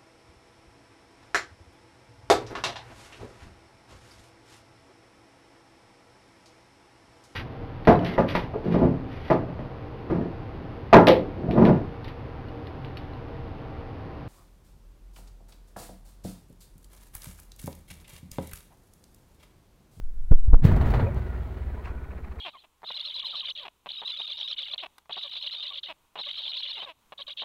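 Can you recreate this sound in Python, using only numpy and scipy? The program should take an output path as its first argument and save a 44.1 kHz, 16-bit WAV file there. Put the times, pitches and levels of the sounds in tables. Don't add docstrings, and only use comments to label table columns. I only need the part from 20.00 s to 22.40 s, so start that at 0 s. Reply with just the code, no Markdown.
import sys
import numpy as np
from scipy import signal
from scipy.fft import rfft, irfft
from scipy.io import wavfile

SR = 44100
rng = np.random.default_rng(int(sys.argv[2]) if len(sys.argv) > 2 else 0)


def wav_record(signal):
    frames = np.transpose(np.atleast_2d(signal))
    bounded = np.clip(frames, -1, 1)
    quanta = np.round(bounded * 32767).astype(np.int16)
    wavfile.write(sys.argv[1], SR, quanta)


N = 105840
T = np.arange(N) / SR


def amp(db):
    return 10 ** (np.asarray(db) / 20)


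def unit(x):
    return x / np.sqrt(np.mean(x ** 2) + 1e-20)


def level(rows, column=1):
    rows = np.array(rows)
    return amp(np.interp(T, rows[:, 0], rows[:, column]))


def colour(x, spectrum):
    hz, db = np.transpose(spectrum)
    gain = amp(np.interp(np.log(np.fft.rfftfreq(N, 1 / SR) + 1), np.log(hz + 1), db))
    return unit(irfft(rfft(x) * gain, N))


def noise(spectrum):
    return colour(rng.standard_normal(N), spectrum)


def drift(rate_hz):
    lowpass = np.exp(-(np.fft.rfftfreq(N, 1 / SR) / rate_hz) ** 2)
    return unit(irfft(rfft(rng.standard_normal(N)) * lowpass, N))


def grains(spectrum, per_s, spread_db):
    size = amp(spread_db * np.minimum(rng.exponential(1, N), 4)) * rng.choice([-1, 1], N)
    return colour(size * (rng.random(N) < per_s / SR), spectrum)


def tone(hz):
    return np.sin(2 * np.pi * np.cumsum(hz) / SR)


def bell(at, width):
    return np.exp(-((T - at) / width) ** 2)


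def blow(at, rise, decay):
    return np.clip((T - at) / rise + .5, 0, 1) * np.exp(-np.maximum(T - at - rise, 0) / decay)


def ambience():
    # frequency in Hz, relative level in dB.
    air_spectrum = [(120, -32), (200, 3.5), (236, -4.5), (408, -7), (832, -12.5), (964, -22), (1080, -19),
                    (1440, -14.5), (2730, -24), (15800, -27)]
    # pitch in Hz, level in dB.
    hum_tones = [(440, -77), (975, -79), (1480, -79.5)]
    hums = sum(amp(db) * tone(hz * (1 + .03 * drift(rate_hz=150))) for hz, db in hum_tones)
    return amp(-66) * noise(air_spectrum) + hums


def wind():
    # frequency in Hz, relative level in dB.
    swell_spectrum = [(3, -17.5), (9, 5), (20, -4), (40, -13), (80, -31.5), (160, -47.5), (400, -71.5),
                      (1500, -80.5), (16000, -105)]
    flutter_spectrum = [(30, -1), (150, 2), (260, 5), (400, -2), (600, -6.5), (800, -21), (1000, -19.5),
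                        (1500, -24), (3000, -42.5), (7000, -53), (16000, -49.5)]
    crackle_spectrum = [(100, -8.5), (250, 4.5), (500, 8.5), (1200, -2), (2000, -22.5), (4000, -30.5),
                        (8000, -39.5), (16000, -44.5)]
    # time in seconds, level in dB.
    swell_level = [(0, -23), (.15, -27), (.28, -18.5), (.4, -20.5), (.49, -16.5), (.58, -23), (.9, -34),
                   (1.1, -50.5), (2.4, -40)]
    # time in seconds, suction in dB, its half width in seconds, rebound in dB,
    # its length in seconds, flutter in dB, backwash in dB.
    buffets = [(0.3155, 0.1, .002, -1.5, 0.045, -21, -9), (0.5362, 3, 0.00342, -2.5, 0.032, -32, -23)]
    # time in seconds, level in dB.
    crackles = [(0.3202, -38.5), (.533, -27.5), (0.5369, -28), (0.544, -24.5)]
    rebound_delay_s = 0.0035
    out = noise(swell_spectrum) * level(swell_level)
    flutter = noise(flutter_spectrum)
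    for at, suction_db, width, rebound_db, length, flutter_db, backwash_db in buffets:
        out *= 1 - bell(at + length / 2, length)
        out -= amp(suction_db) / (1 + ((T - at) / width) ** 2)
        rebound_at = at + rebound_delay_s + length / 2
        out += amp(rebound_db) * np.exp(-abs((T - rebound_at) / (0.372 * length)) ** 3)
        out -= amp(backwash_db) * bell(at + 2 * length, 0.9 * length)
        out += amp(flutter_db) * flutter * blow(at, rise=0.0029, decay=0.0093)
    return out + noise(crackle_spectrum) * sum(amp(db) * bell(at, 0.0015) for at, db in crackles)


def thuds():
    # time in seconds, peak in dB, pitch in Hz, half length in seconds.
    thumps = [(0.487, -8.5, 54.2, 0.0072), (0.508, -9.5, 30, 0.0096), (0.6528, -1.5, 128, 0.0048),
              (0.693, -13, 83.6, 0.0053), (0.726, -7, 120, 0.0029), (0.774, -18.5, 49, 0.02),
              (0.811, -9, 70, 0.01), (0.863, -14.5, 55, 0.0056), (0.908, -12, 50.5, .011),
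              (.954, -14, 55, .012), (1.042, -16.5, 86, 0.014), (1.176, -17.5, 75.6, 0.0063)]
    return sum(amp(db) * bell(at, length) * np.cos(2 * np.pi * hz * (T - at))
               for at, db, hz, length in thumps)


def steel(x):
    # mode frequency in Hz, gain in dB.
    panel_modes = [(189, 6), (376, 4.5), (452, 4.5), (646, 6), (717, 5), (819, 5.5), (956, 9.5), (1160, 0),
                   (1294, 5), (1421, 5.5), (1520, 0), (1750, 6.5), (1897, 10), (2007, -0.5)]
    width_hz = 11
    hz = np.fft.rfftfreq(N, 1 / SR)
    ring = 1 + sum((amp(db) - 1) / (1 + 2j * (hz - mode_hz) / width_hz) for mode_hz, db in panel_modes)
    return unit(irfft(rfft(x) * ring, N))


def soil():
    # frequency in Hz, relative level in dB.
    creep_spectrum = [(60, -8), (130, 4.5), (250, 0.5), (400, -10.5), (1000, -20.5), (2000, -34.5),
                      (5000, -50.5), (16000, -84.5)]
    heave_spectrum = [(15, -34.5), (30, -7), (41, 0.5), (58, -8), (80, -9), (110, -23.5), (300, -56),
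                      (2000, -100)]
    rumble_spectrum = [(20, -22), (40, -9), (80, -3), (125, 4), (170, -7), (220, -10.5), (300, -16),
                       (450, -26.5), (900, -67)]
    rush_spectrum = [(120, -28), (200, -3.5), (258, -3), (296, -9), (362, -4), (507, -8.5), (1090, -16),
                     (1340, -17), (2290, -24.5), (3080, -40.5), (4250, -51.5), (5000, -69), (6500, -88),
                     (11000, -120)]
    grit_spectrum = [(800, -38), (2000, 1), (3000, -2.5), (4200, -7), (5200, -17), (8000, -20.5),
                     (12000, -22.5), (16000, -14)]
    # time in seconds, then relative levels of rumble, rush and grit in dB.
    slide = [(0.6, -34, -52, -82.5), (0.608, -35, -55.5, -82), (0.648, -17, -30, -41),
             (0.752, -23, -32.5, -56.5), (0.88, -30.5, -35, -53), (1.014, -24.5, -34.5, -57.5),
             (1.142, -37.5, -42.5, -64), (1.176, -32.5, -38, -55.5), (1.21, -39.5, -44.5, -60),
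             (1.812, -48, -47.5, -64.5), (1.862, -42.5, -46.5, -61.5), (1.92, -47, -47.5, -67.5),
             (2.226, -44.5, -50, -68), (2.37, -59, -50, -68)]
    # time in seconds, gain in dB.
    emptying = [(.95, -4), (1.15, -1.5), (1.5, -3.5), (2.4, -7.5)]
    clumps = drift(rate_hz=70)
    heave = noise(heave_spectrum) * amp(-20.5) * bell(at=0.796, width=0.19)
    rumble = noise(rumble_spectrum) * level(slide, column=1) * level(emptying) * amp(3)
    rush = steel(grains(rush_spectrum, per_s=5000, spread_db=3))
    rush *= level(slide, column=2) * amp(1.7 * clumps)
    grit = grains(grit_spectrum, per_s=5000, spread_db=3)
    grit *= level(slide, column=3) * amp(-1 + 0.63 * clumps)
    creep = steel(noise(creep_spectrum)) * amp(-41) * bell(at=0.551, width=0.084)
    release_s, rise_s = .62, 0.0031
    release = np.clip((T - release_s) / rise_s, 0, 1)
    return creep + (heave + rumble + rush + grit) * release


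def clods():
    # start in seconds, level in dB, decay in seconds, spray level in dB.
    strikes = [(0.625, -50, .01, -72), (0.65, -33.5, 0.0052, -43), (.714, -35, 0.017, -56.5),
               (.762, -35, 0.01, -53.5), (.811, -28.5, .011, -56), (.857, -36, 0.033, -57),
               (0.902, -35, 0.013, -56), (0.938, -26.5, 0.025, -57.5), (0.994, -30.5, 0.022, -68),
               (1.145, -54, 0.0017, -54), (1.166, -48, 0.014, -70), (2.246, -52, 0.0033, -72)]
    # frequency in Hz, relative level in dB.
    burst_spectrum = [(100, -14), (400, 10), (900, 8.5), (1900, -3), (2800, -10.5), (4300, -16),
                      (5500, -32), (9000, -46), (16000, -47)]
    spray_spectrum = [(1500, -14), (4000, 12.5), (7000, 7.5), (9500, 5), (12500, 7), (16000, 9.5)]
    burst = steel(grains(burst_spectrum, per_s=6000, spread_db=3))
    spray = grains(spray_spectrum, per_s=11000, spread_db=-3)
    out = np.zeros(N)
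    for at, db, decay, spray_db in strikes:
        out += amp(db) * burst * blow(at, rise=0.0024, decay=decay)
        out += amp(spray_db) * spray * blow(at, rise=min(0.012, decay / 2), decay=decay)
    return out


def engine():
    # frequency in Hz, relative level in dB.
    clatter_spectrum = [(71, -38), (120, 12), (235, 3), (272, -4), (390, -5.5), (482, -5), (532, -19),
                        (607, -2), (1250, -26.5), (1540, -8.5), (2440, -23.5), (2780, -43), (6000, -44),
                        (7800, -80.5), (13200, -120)]
    knock_spectrum = [(500, -37), (1000, 8), (1600, -1), (2500, 2), (2900, -16.5), (4400, -21), (6000, -36),
                      (16000, -34)]
    drone_spectrum = [(30, -23.5), (55, -2.5), (70, 2.5), (95, -1.5), (130, -24), (250, -26.5),
                      (1000, -72.5)]
    # time in seconds, level in dB.
    chug_level = [(.55, -57.5), (.75, -20), (1.05, -28.5), (1.3, -20.5), (1.5, -28.5), (1.74, -22.5),
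                  (1.88, -26), (2.1, -28), (2.4, -29)]
    knock_level = [(.55, -92), (1.2, -65), (1.8, -65), (2.05, -52), (2.4, -49)]
    drone_level = [(.6, -63.5), (1.1, -33.5), (1.35, -38), (1.6, -39.5), (1.9, -39.5), (2.4, -64)]
    # pitch in Hz, level in dB.
    whines = [(1943, -58.5), (1440, -52)]
    firing_at_s, firings_per_s, slowing_per_s2 = 1.73, 17.45, 6.5
    exhaust_hz, rise_s, ring_s, lead_s = 63.7, 0.011, 0.019, 0.0009
    whine_at_s, sag_per_s = 1.29, 0.53
    since = T - firing_at_s
    firing_count = firings_per_s * since - slowing_per_s2 * since ** 2 / 2
    firing_times = T[1:][np.diff(np.floor(firing_count)) > 0]
    boom, rattle, knock = np.zeros((3, N))
    for at in firing_times:
        age = T - at
        ring = np.where(age < 0, bell(at, rise_s), np.exp(-(abs(age) / ring_s) ** 1.56))
        strength = amp(0.2 * rng.standard_normal())
        boom += strength * ring * np.cos(2 * np.pi * exhaust_hz * (age + lead_s))
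        rattle += blow(at + 0.006, rise=0.0078, decay=0.019)
        knock += bell(at + .013, width=0.01)
    clatter = amp(-25) * rattle * grains(clatter_spectrum, per_s=4000, spread_db=5)
    out = (boom + clatter) * level(chug_level)
    out += knock * grains(knock_spectrum, per_s=5700, spread_db=-0.5) * level(knock_level)
    out += noise(drone_spectrum) * level(drone_level)
    for hz, db in whines:
        pitch = hz * (1 - sag_per_s * (T - whine_at_s) + 0.0095 * drift(rate_hz=166))
        out += amp(db) * bell(whine_at_s, width=0.13) * tone(pitch)
    return out


def trailer():
    # time in seconds, level in dB, pitch in Hz, half length in seconds, glide in Hz a second.
    groans = [(1.077, -31.5, 544, 0.019, 1801.5), (1.04, -33, 450.3, 0.027, -0.5),
              (1.072, -49, 2475, 0.012, 4), (1.741, -50, 1543, 0.011, 0.5), (1.788, -47, 1003, 0.026, 1799),
              (1.984, -55.5, 1480, 0.15, 17)]
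    # time in seconds, dull part in dB, half length in seconds, bright edge in dB.
    scrapes = [(1.854, -54, 0.0093, -48.5), (1.881, -44.5, 0.029, -60)]
    # frequency in Hz, relative level in dB.
    dull_spectrum = [(300, -1), (1100, 4), (1500, 3), (2600, -14), (4400, -24), (16000, -49)]
    edge_spectrum = [(1200, -20), (2000, 2.5), (2600, 4), (3100, -16), (4400, -13), (6000, -25),
                     (16000, -37)]
    dull = grains(dull_spectrum, per_s=5200, spread_db=3.5)
    edge = grains(edge_spectrum, per_s=18000, spread_db=6)
    out = sum(bell(at, length) * (amp(dull_db) * dull + amp(edge_db) * edge)
              for at, dull_db, length, edge_db in scrapes)
    for at, db, hz, length, glide in groans:
        pitch = (hz + glide * (T - at)) * (1 + 0.0217 * drift(rate_hz=170))
        out += amp(db) * bell(at, length) * tone(pitch)
    return out


def scene():
    return (wind() + thuds() + soil() + clods() + trailer() + engine() + ambience())[None]


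def record(dry):
    cutoff_hz = 15900
    clipped = np.clip(dry, -1, 1)
    lowpass = signal.firwin(511, cutoff_hz, window=("kaiser", 9), fs=SR)
    return signal.oaconvolve(clipped, lowpass[None], "same")


dry = scene()
out = record(dry)
wav_record(out)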